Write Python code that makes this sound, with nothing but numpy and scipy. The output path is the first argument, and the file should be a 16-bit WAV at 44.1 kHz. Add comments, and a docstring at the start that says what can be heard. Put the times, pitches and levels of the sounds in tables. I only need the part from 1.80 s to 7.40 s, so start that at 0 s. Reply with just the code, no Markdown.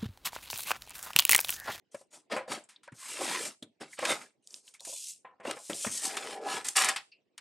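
"""A quiet room: hands square a card on a plastic trimmer board, shut the rail and slide the blade through,
take the offcut, drag the card away, then lift and fold the board.
Every rub shakes three things: the card's surface (hiss), the thin plastic parts (scrape) and the hollow
board (thud). Snaps rattle card and plastic; knocks also ring the board's modes; ticks add small pitched clicks.
The close microphone's suppressor thins the faint room noise and cuts tails short."""
import sys
import numpy as np
from scipy import signal
from scipy.io import wavfile
from scipy.ndimage import uniform_filter1d

SR = 44100
rng = np.random.default_rng(int(sys.argv[2]) if len(sys.argv) > 2 else 0)


def waveform_to_disk(signal):
    """Save audio, clipped to [-1, 1], as 16-bit WAV at the path in sys.argv[1]."""
    frames = np.transpose(np.atleast_2d(signal))
    scaled = np.clip(frames, -1, 1) * 32767
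    samples = np.round(scaled).astype(np.int16)
    wavfile.write(sys.argv[1], SR, samples)


N = 247092

# tone of the faint room noise: (frequency [Hz], relative level [dB])
HUSH_TONE = [(53, -40), (90, -10), (321, 0), (1240, -16), (2620, -13), (9000, -24), (12000, -80)]
# pressure of the blade's pass, free on the rail until it bites the card at 1.41 s:
# (time [s], surface hiss [dB], plastic scrape [dB], board rumble [dB])
BLADE_PASS = [(1.139, -66.5, -86.5, -65.5), (1.2, -51.5, -54.5, -83), (1.3, -41.5, -47.5, -62),
              (1.404, -44.5, -44, -49), (1.412, -37, -42.5, -38.5), (1.52, -39, -36, -43.5),
              (1.674, -38.5, -46.5, -48), (1.751, -73.5, -68, -69.5)]
# rubs of hands, card and board; each swells, holds and fades:
# (start [s], swell [s], hold [s], surface hiss [dB], plastic scrape [dB], board rumble [dB])
HAND_RUBS = [(0.109, 0.0097, 0.084, -63, -75, -83), (0.306, 0.037, 0.003, -50, -58.5, -57),
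             (0.499, 0.025, 0.0026, -46, -35, -29), (0.677, 0.043, 0.0018, -39.5, -34, -31),
             (2, 0.0095, 0.012, -55, -49, -45), (2.06, 0.076, 0.0034, -51.5, -65, -102),
             (2.169, 0.015, 0.15, -66, -46, -64), (2.193, 0.12, 0.001, -33.5, -35, -31),
             (2.391, 0.026, 0.011, -55.5, -54.5, -61), (2.624, 0.13, 0.0081, -52.5, -72, -69),
             (2.827, 0.048, 0.011, -57, -71, -83), (2.996, 0.079, 0.23, -42.5, -82, -106),
             (3.631, 0.041, 0.041, -49.5, -43, -38.5), (3.758, 0.29, 0.0082, -34.5, -54.5, -77),
             (4.092, 0.028, 0.055, -36.5, -55.5, -61.5), (4.171, 0.081, 0.0019, -31, -42.5, -57),
             (4.241, 0.044, 0.25, -49.5, -44.5, -50.5), (4.612, 0.095, 0.067, -42, -38, -42.5),
             (4.843, 0.003, 0.039, -37, -46.5, -58.5), (4.954, 0.0076, 0.024, -26, -27, -65),
             (4.979, 0.033, 0.087, -41.5, -31.5, -53)]
# how fast a rub falls silent: (surface [dB/s], plastic [dB/s], board [dB/s])
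RUB_FADES = [300, 316, 308.5]
# tone of the card's surface hiss: (frequency [Hz], relative level [dB])
SURFACE_TONE = [(1470, -51.5), (2500, -13), (4080, -8.5), (8730, 0), (13600, -22), (15800, -48)]
# tone of the thin plastic parts: (frequency [Hz], relative level [dB])
PLASTIC_TONE = [(530, -19), (900, 1.5), (1590, 3.5), (1960, 5.5), (5500, -2.5), (7150, -43), (12100, -120)]
# tone of the hollow board under rubbing: (frequency [Hz], relative level [dB])
BOARD_TONE = [(41, -55.5), (70, -30), (237, -8.5), (615, -6), (888, -10), (1600, -14), (2080, -42),
              (3520, -120)]
# resonances of the freely hanging board: (frequency [Hz], width [Hz], relative level [dB])
RESONANCES = [(135, 6.7, -33), (242, 35, -11), (317, 53, -3.5), (423.4, 67, 2.5), (557, 30, -6),
              (606, 38, -5.5), (780, 41, 2), (995, 8.3, -7.5), (1294, 51, -2.5), (1695, 6.3, 3)]
# decay of the room's echoes: (frequency [Hz], t60 [s])
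ROOM_DECAY = [(200, 0.36), (1400, 0.26), (9000, 0.36)]
# broad snaps of card and rail; each layer scales the decay:
# (time [s], surface rattle [dB], plastic rattle [dB], nominal t60 [s])
CARD_SNAPS = [(0.8883, -54, -57.5, 0.26), (1.032, -58.5, -58, 0.22), (2.251, -26, -22.5, 0.047),
              (2.304, -12.5, -46, 0.0099), (2.938, -50, -60.5, 0.15), (3.049, -36, -52.5, 0.094),
              (3.71, -23.5, -26.5, 0.023), (4.368, -31.5, -29.5, 0.086), (4.885, -17.5, -41.5, 0.032),
              (4.968, -8, -39, 0.018), (5.02, -7, -18, 0.014), (5.0438, -20.5, -30.5, 0.088),
              (5.16, -34.5, -29.5, 0.11), (5.5778, -40, -42, 0.052)]
# knocks on the board; each layer scales the decay: (time [s], surface rattle [dB], plastic rattle [dB],
# board ring [dB], pitch favoured by the struck place [Hz], nominal t60 [s])
BOARD_KNOCKS = [(0.1448, -47, -51.5, -32.5, 470, 0.065), (0.211, -56, -73, -48, 550, 0.067),
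                (0.5145, -50, -44, -42.5, 600, 0.087), (0.563, -44, -39.5, -24, 670, 0.16),
                (0.679, -56, -62, -34, 640, 0.0078), (1.077, -51, -47.5, -40, 830, 0.014),
                (1.12, -60, -61, -42.5, 169, 0.085), (1.407, -46, -47, -27, 630, 0.05),
                (1.824, -47, -62.5, -38.5, 284, 0.088), (2.0076, -53, -75, -46.5, 208, 0.16),
                (2.1886, -37, -42, -31, 640, 0.059), (2.226, -53.5, -42.5, -25, 590, 0.18),
                (3.005, -57.5, -91, -54.5, 630, 0.15), (3.072, -57.5, -69, -43.5, 530, 0.024),
                (3.093, -61, -72, -44.5, 540, 0.11), (3.124, -57, -72, -44.5, 565, 0.05),
                (3.447, -86, -59, -38.5, 850, 0.17), (3.599, -69, -60.5, -45.5, 560, 0.2),
                (3.651, -44, -40.5, -27.5, 745, 0.028), (3.696, -55, -57, -31.5, 750, 0.037),
                (3.767, -56, -53, -40, 710, 0.072), (3.897, -35.5, -44, -26.5, 380, 0.12),
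                (4.046, -32.5, -33.5, -30.5, 600, 0.031), (4.065, -57, -44.5, -29, 273, 0.13),
                (5.086, -19.5, -29.5, -33, 792, 0.073)]
# small ticks of nails, latch and card edges: (time [s], peak level [dB], pitch [Hz], chatter t60 [s])
SMALL_TICKS = [(0.838, -46, 7830, 0.063), (0.9611, -45, 3770, 0.03), (1.084, -41, 1580, 0.053),
               (1.8257, -35.5, 3580, 0.052), (2.1295, -40.5, 2040, 0.056), (2.6732, -36, 6230, 0.013),
               (2.7062, -39.5, 5850, 0.022), (2.7422, -28, 4800, 0.011), (2.8786, -41.5, 3040, 0.017),
               (2.947, -46.5, 2260, 0.083), (2.9958, -45.5, 3870, 0.063), (3.006, -31.5, 5040, 0.0061),
               (3.932, -26.5, 3530, 0.011), (5.317, -50.5, 4580, 0.12), (5.32, -50.5, 2640, 0.18)]
# the lifted board drags and rattles as it folds: (time [s], level [dB], favoured pitch [Hz])
FOLD_PATH = [(4.22, -49, 500), (4.27, -45.5, 700), (4.46, -42, 550), (4.56, -44.5, 560), (4.66, -35, 618),
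             (4.77, -40.5, 1390), (4.83, -55.5, 900), (4.95, -68, 850), (4.97, -36, 850), (5.1, -36.5, 850),
             (5.239, -67, 1000)]
# where the hands work: (time [s], left minus right [dB])
HAND_PAN = [(0, 1.4), (2.6, -0.5), (4.199, 1.4), (4.7, 0.5)]

HUSH_DB = -77  # level of the room noise before the suppressor
SWELL_DB = 23.5  # how far below its strength a rub starts
HELD_HZ = 40  # hands and table damp the board, widening every mode by this much
ROOM_DB = -16.5  # level of the echoes against the direct sound
EDGE_HZ = 15900  # upper band limit


def gain_of(db):
    """Turn decibels into an amplitude factor."""
    return 10 ** (np.asarray(db) / 20)


def evened(x):
    """Scale a signal to an RMS of 1."""
    return x / np.sqrt(np.mean(x ** 2) + 1e-20)


def read(points, hz):
    """Read a curve between its points along a logarithmic frequency axis."""
    f, value = np.transpose(points)
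    return np.interp(np.log(hz + 1), np.log(f + 1), value)


def hush():
    """Room noise is a shaped stereo haze whose level flickers in patches of time and frequency."""
    frames, hz = N // 128 + 5, np.fft.rfftfreq(512, 1 / SR)
    a, b, c, d, patches = rng.standard_normal((frames, 257, 5)).T
    patches = uniform_filter1d(patches, size=4, axis=0)
    patches = evened(uniform_filter1d(patches, size=10, axis=1))
    shared, side = a + 1j * b, c + 1j * d
    z = np.array([shared + 0.39 * side, shared - 0.98 * side])
    z *= gain_of(read(HUSH_TONE, hz)[:, None] + 3.5 * patches)
    noise = signal.istft(z, nperseg=512, noverlap=384)[1][:, :N]
    return gain_of(HUSH_DB) * evened(noise)


def patchy(x, patchy_db):
    """The contact wanders, so narrow resonances come and go."""
    z = signal.stft(x, nperseg=512, noverlap=384)[2]
    field = rng.standard_normal(z.shape[::-1]).T
    field = uniform_filter1d(field, size=2, axis=0)
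    field = uniform_filter1d(field, size=22, axis=1)
    z = z * gain_of(patchy_db * evened(field))
    return evened(signal.istft(z, nperseg=512, noverlap=384)[1][:N])


def grit(catches_per_s, catch_db, flutter_db, patchy_db):
    """Friction force is fine noise with fibres that catch now and then, fluttering in strength."""
    smooth, chance = rng.standard_normal(N), rng.random(N)
    strength, slow = rng.standard_normal(N), rng.standard_normal(N)
    catches = strength * (chance < catches_per_s / SR) * gain_of(catch_db)
    force = patchy(smooth, patchy_db) + catches
    flutter = evened(uniform_filter1d(slow, size=220))
    return evened(force * gain_of(flutter_db * flutter))


def rubbing():
    """The pressure of blade and hands scales a separate friction force on surface, plastic and board."""
    t = np.arange(N) / SR
    s, *levels = np.transpose(BLADE_PASS)
    push = np.array([gain_of(np.interp(t, s, db, -140, -140)) for db in levels])
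    for start, swell, hold, *levels in HAND_RUBS:
        since = t[:SR] - swell  # time since full strength
        rise_db = SWELL_DB * np.minimum(since / swell, 0)
        fall_db = np.outer(RUB_FADES, np.maximum(since - hold, 0))
        pressure = gain_of(np.array(levels)[:, None] + rise_db - fall_db)
        part = push[:, round(start * SR):][:, :SR]
        part += pressure[:, :part.shape[1]]
    push = uniform_filter1d(push, size=130, axis=1)  # about 3 ms, rounds the edges
    surface = grit(600, catch_db=11, flutter_db=1.3, patchy_db=3.5)
    plastic = grit(350, catch_db=13, flutter_db=2.2, patchy_db=4.2)
    board = grit(150, catch_db=14, flutter_db=3, patchy_db=4.5)
    return push * [surface, plastic, board]


def body(points, size=4096):
    """A shaken part answers with a causal response of energy 1, its tone lifted at the board's modes."""
    hz = abs(np.fft.fftfreq(size, 1 / SR))
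    db = read(points, hz)
    for f, width, _ in RESONANCES:
        db = db + 2.5 / (1 + (2 * (hz - f) / (width + HELD_HZ)) ** 2)
    log_gain = np.log(gain_of(np.maximum(db, -100)))
    minimum_phase = -signal.hilbert(log_gain).imag  # puts the energy as early as possible
    taps = np.fft.ifft(np.exp(log_gain + 1j * minimum_phase)).real[:size // 2]
    return taps / np.linalg.norm(taps)


def room(x):
    """Sparse echoes of random sign arrive differently left and right, each band dying at its own rate."""
    taps = np.zeros((2, SR // 3))
    at = np.arange(100, SR // 3 - 20, 20)
    at = at + rng.integers(0, 20, (2, len(at)))
    np.put_along_axis(taps, at, rng.choice([-1., 1.], at.shape), 1)
    hz, t, z = signal.stft(taps, SR, nperseg=256)
    decay_db = -60 * t / read(ROOM_DECAY, hz)[:, None]
    tail = signal.istft(z * gain_of(decay_db), SR, nperseg=256)[1]
    shared = tail.mean(0)
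    apart = tail - shared
    apart -= uniform_filter1d(apart, size=50, axis=1)  # the capsules sit close together: bass is alike
    tail = shared + 1.2 * apart
    return signal.fftconvolve(x[None], tail / np.linalg.norm(tail[0]), axes=1)[:, :N]


def tapping():
    """Each snap or knock is a sudden rattle that dies away on the card and the thin plastic."""
    t, force = np.arange(SR // 5) / SR, np.zeros((2, N + SR))
    lasts = np.array([[.7], [1.1]])  # surface dies sooner than plastic
    blunt = signal.butter(4, 2500, fs=SR, output="sos")
    for s, surface_db, plastic_db, *board, t60 in CARD_SNAPS + BOARD_KNOCKS:
        rattle = rng.standard_normal((2, len(t))) * gain_of(-60 * t / (t60 * lasts))
        rattle *= 1 - np.exp(-t / 0.0012)  # soft onset
        if board:  # a knock is blunter, so the plastic answers duller
            rattle[1] = 3 * signal.sosfilt(blunt, rattle[1])
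        at = round(s * SR)
        force[:, at:at + len(t)] += rattle * gain_of([[surface_db], [plastic_db]])
    return force[:, :N]


def thuds():
    """A knock's first blow and rough, dying contact ring the modes, most those near the struck place's pitch."""
    t, out = np.arange(SR // 4) / SR, np.zeros(N + SR)
    hz, width, _ = np.transpose(RESONANCES)[:, :, None]
    for s, _, _, board_db, place_hz, t60 in BOARD_KNOCKS:
        shift = rng.standard_normal((len(hz), 1))  # each knock detunes the modes a little
        contact = rng.standard_normal(len(t)) + 4 * np.exp(-t / 0.00032)
        # loose parts touch on and off
        clatter_db = 4 * evened(uniform_filter1d(rng.standard_normal(len(t)), size=150))
        contact *= gain_of(clatter_db - 60 * t / (2.0 * t60))
        share = np.exp(-(np.log(hz / place_hz) / 0.51) ** 2)
        share = share + 0.062 * (hz < place_hz)  # lower modes always join
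        tone = np.sin(2 * np.pi * hz * (1 + 0.041 * shift) * t)
        build = np.minimum(hz * t / 2, 1)  # full after two cycles
        decay = np.exp(-np.pi * (width + HELD_HZ) * t)
        ring = (share * tone * build * decay).sum(0)
        ring = signal.fftconvolve(ring, contact)[:len(t)]
        out[round(s * SR):][:len(t)] += gain_of(board_db) * ring / abs(ring).max()
    return out[:N]


def ticking():
    """A brief chatter passes a resonance at the tick's pitch; the longer it lasts, the narrower."""
    t, out = np.arange(SR // 6) / SR, np.zeros(N + SR)
    for s, db, hz, t60 in SMALL_TICKS:
        chatter = rng.standard_normal(len(t)) * gain_of(-60 * t / t60)
        ratio = 1.06 + .003 / t60  # band edge against the pitch
        band = signal.butter(2, [hz / ratio, hz * ratio], "band", fs=SR, output="sos")
        tick = signal.sosfilt(band, chatter)
        out[round(s * SR):][:len(t)] += gain_of(db) * tick / abs(tick).max()
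    return out[:N]


def folding():
    """Friction keeps the free board's modes sounding, most those near the moving favoured pitch."""
    t, (s, db, favoured_hz) = np.arange(N) / SR, np.transpose(FOLD_PATH)
    drag = grit(300, catch_db=10, flutter_db=2, patchy_db=2)
    centre = np.interp(t, s, favoured_hz)
    ring = np.zeros(N)
    for hz, width, free_db in RESONANCES:
        peak = signal.iirpeak(hz, hz / (2 * width), SR)
        once = signal.lfilter(*peak, drag)
        steep = evened(signal.lfilter(*peak, once))  # filtered twice for steeper skirts
        share = np.exp(-(np.log(hz / centre) / 0.67) ** 2)
        ring += share * gain_of(free_db) * steep
    return gain_of(np.interp(t, s, db, -140, -140)) * ring / 2


def scene():
    """Rubs and rattles shake the three bodies; rings and ticks join, panned, with echoes and room noise."""
    force = rubbing()
    force[:2] += tapping()
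    tones = (SURFACE_TONE, PLASTIC_TONE, BOARD_TONE)
    shaken = sum(signal.oaconvolve(f, body(tone))[:N] for f, tone in zip(force, tones))
    near = shaken + thuds() + ticking() + folding()
    pan_db = np.interp(np.arange(N) / SR, *np.transpose(HAND_PAN))
    direct = near * gain_of(np.outer([.5, -.5], pan_db))
    return direct + gain_of(ROOM_DB) * room(near) + hush()


def record(dry):
    """After a bass cut, the suppressor turns down each band that sinks toward silence; then the band limit."""
    dry = signal.sosfilt(signal.butter(3, 90, "high", fs=SR, output="sos"), dry)
    z = signal.stft(dry, nperseg=256, noverlap=192)[2]
    power = (abs(z) ** 2).mean(0)  # both channels together
    power = uniform_filter1d(power, size=5, axis=0)
    power = uniform_filter1d(power, size=6, axis=1)
    below_db = np.clip(-88 - 10 * np.log10(abs(power) + 1e-16), 0, 20)  # depth under the threshold
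    kept = z * gain_of(-.8 * below_db)
    kept = signal.istft(kept, nperseg=256, noverlap=192)[1][:, :N]
    band_limit = signal.firwin(511, EDGE_HZ, window=("kaiser", 9), fs=SR)
    return signal.oaconvolve(kept, band_limit[None], "same")


dry = scene()
out = record(dry)
waveform_to_disk(out)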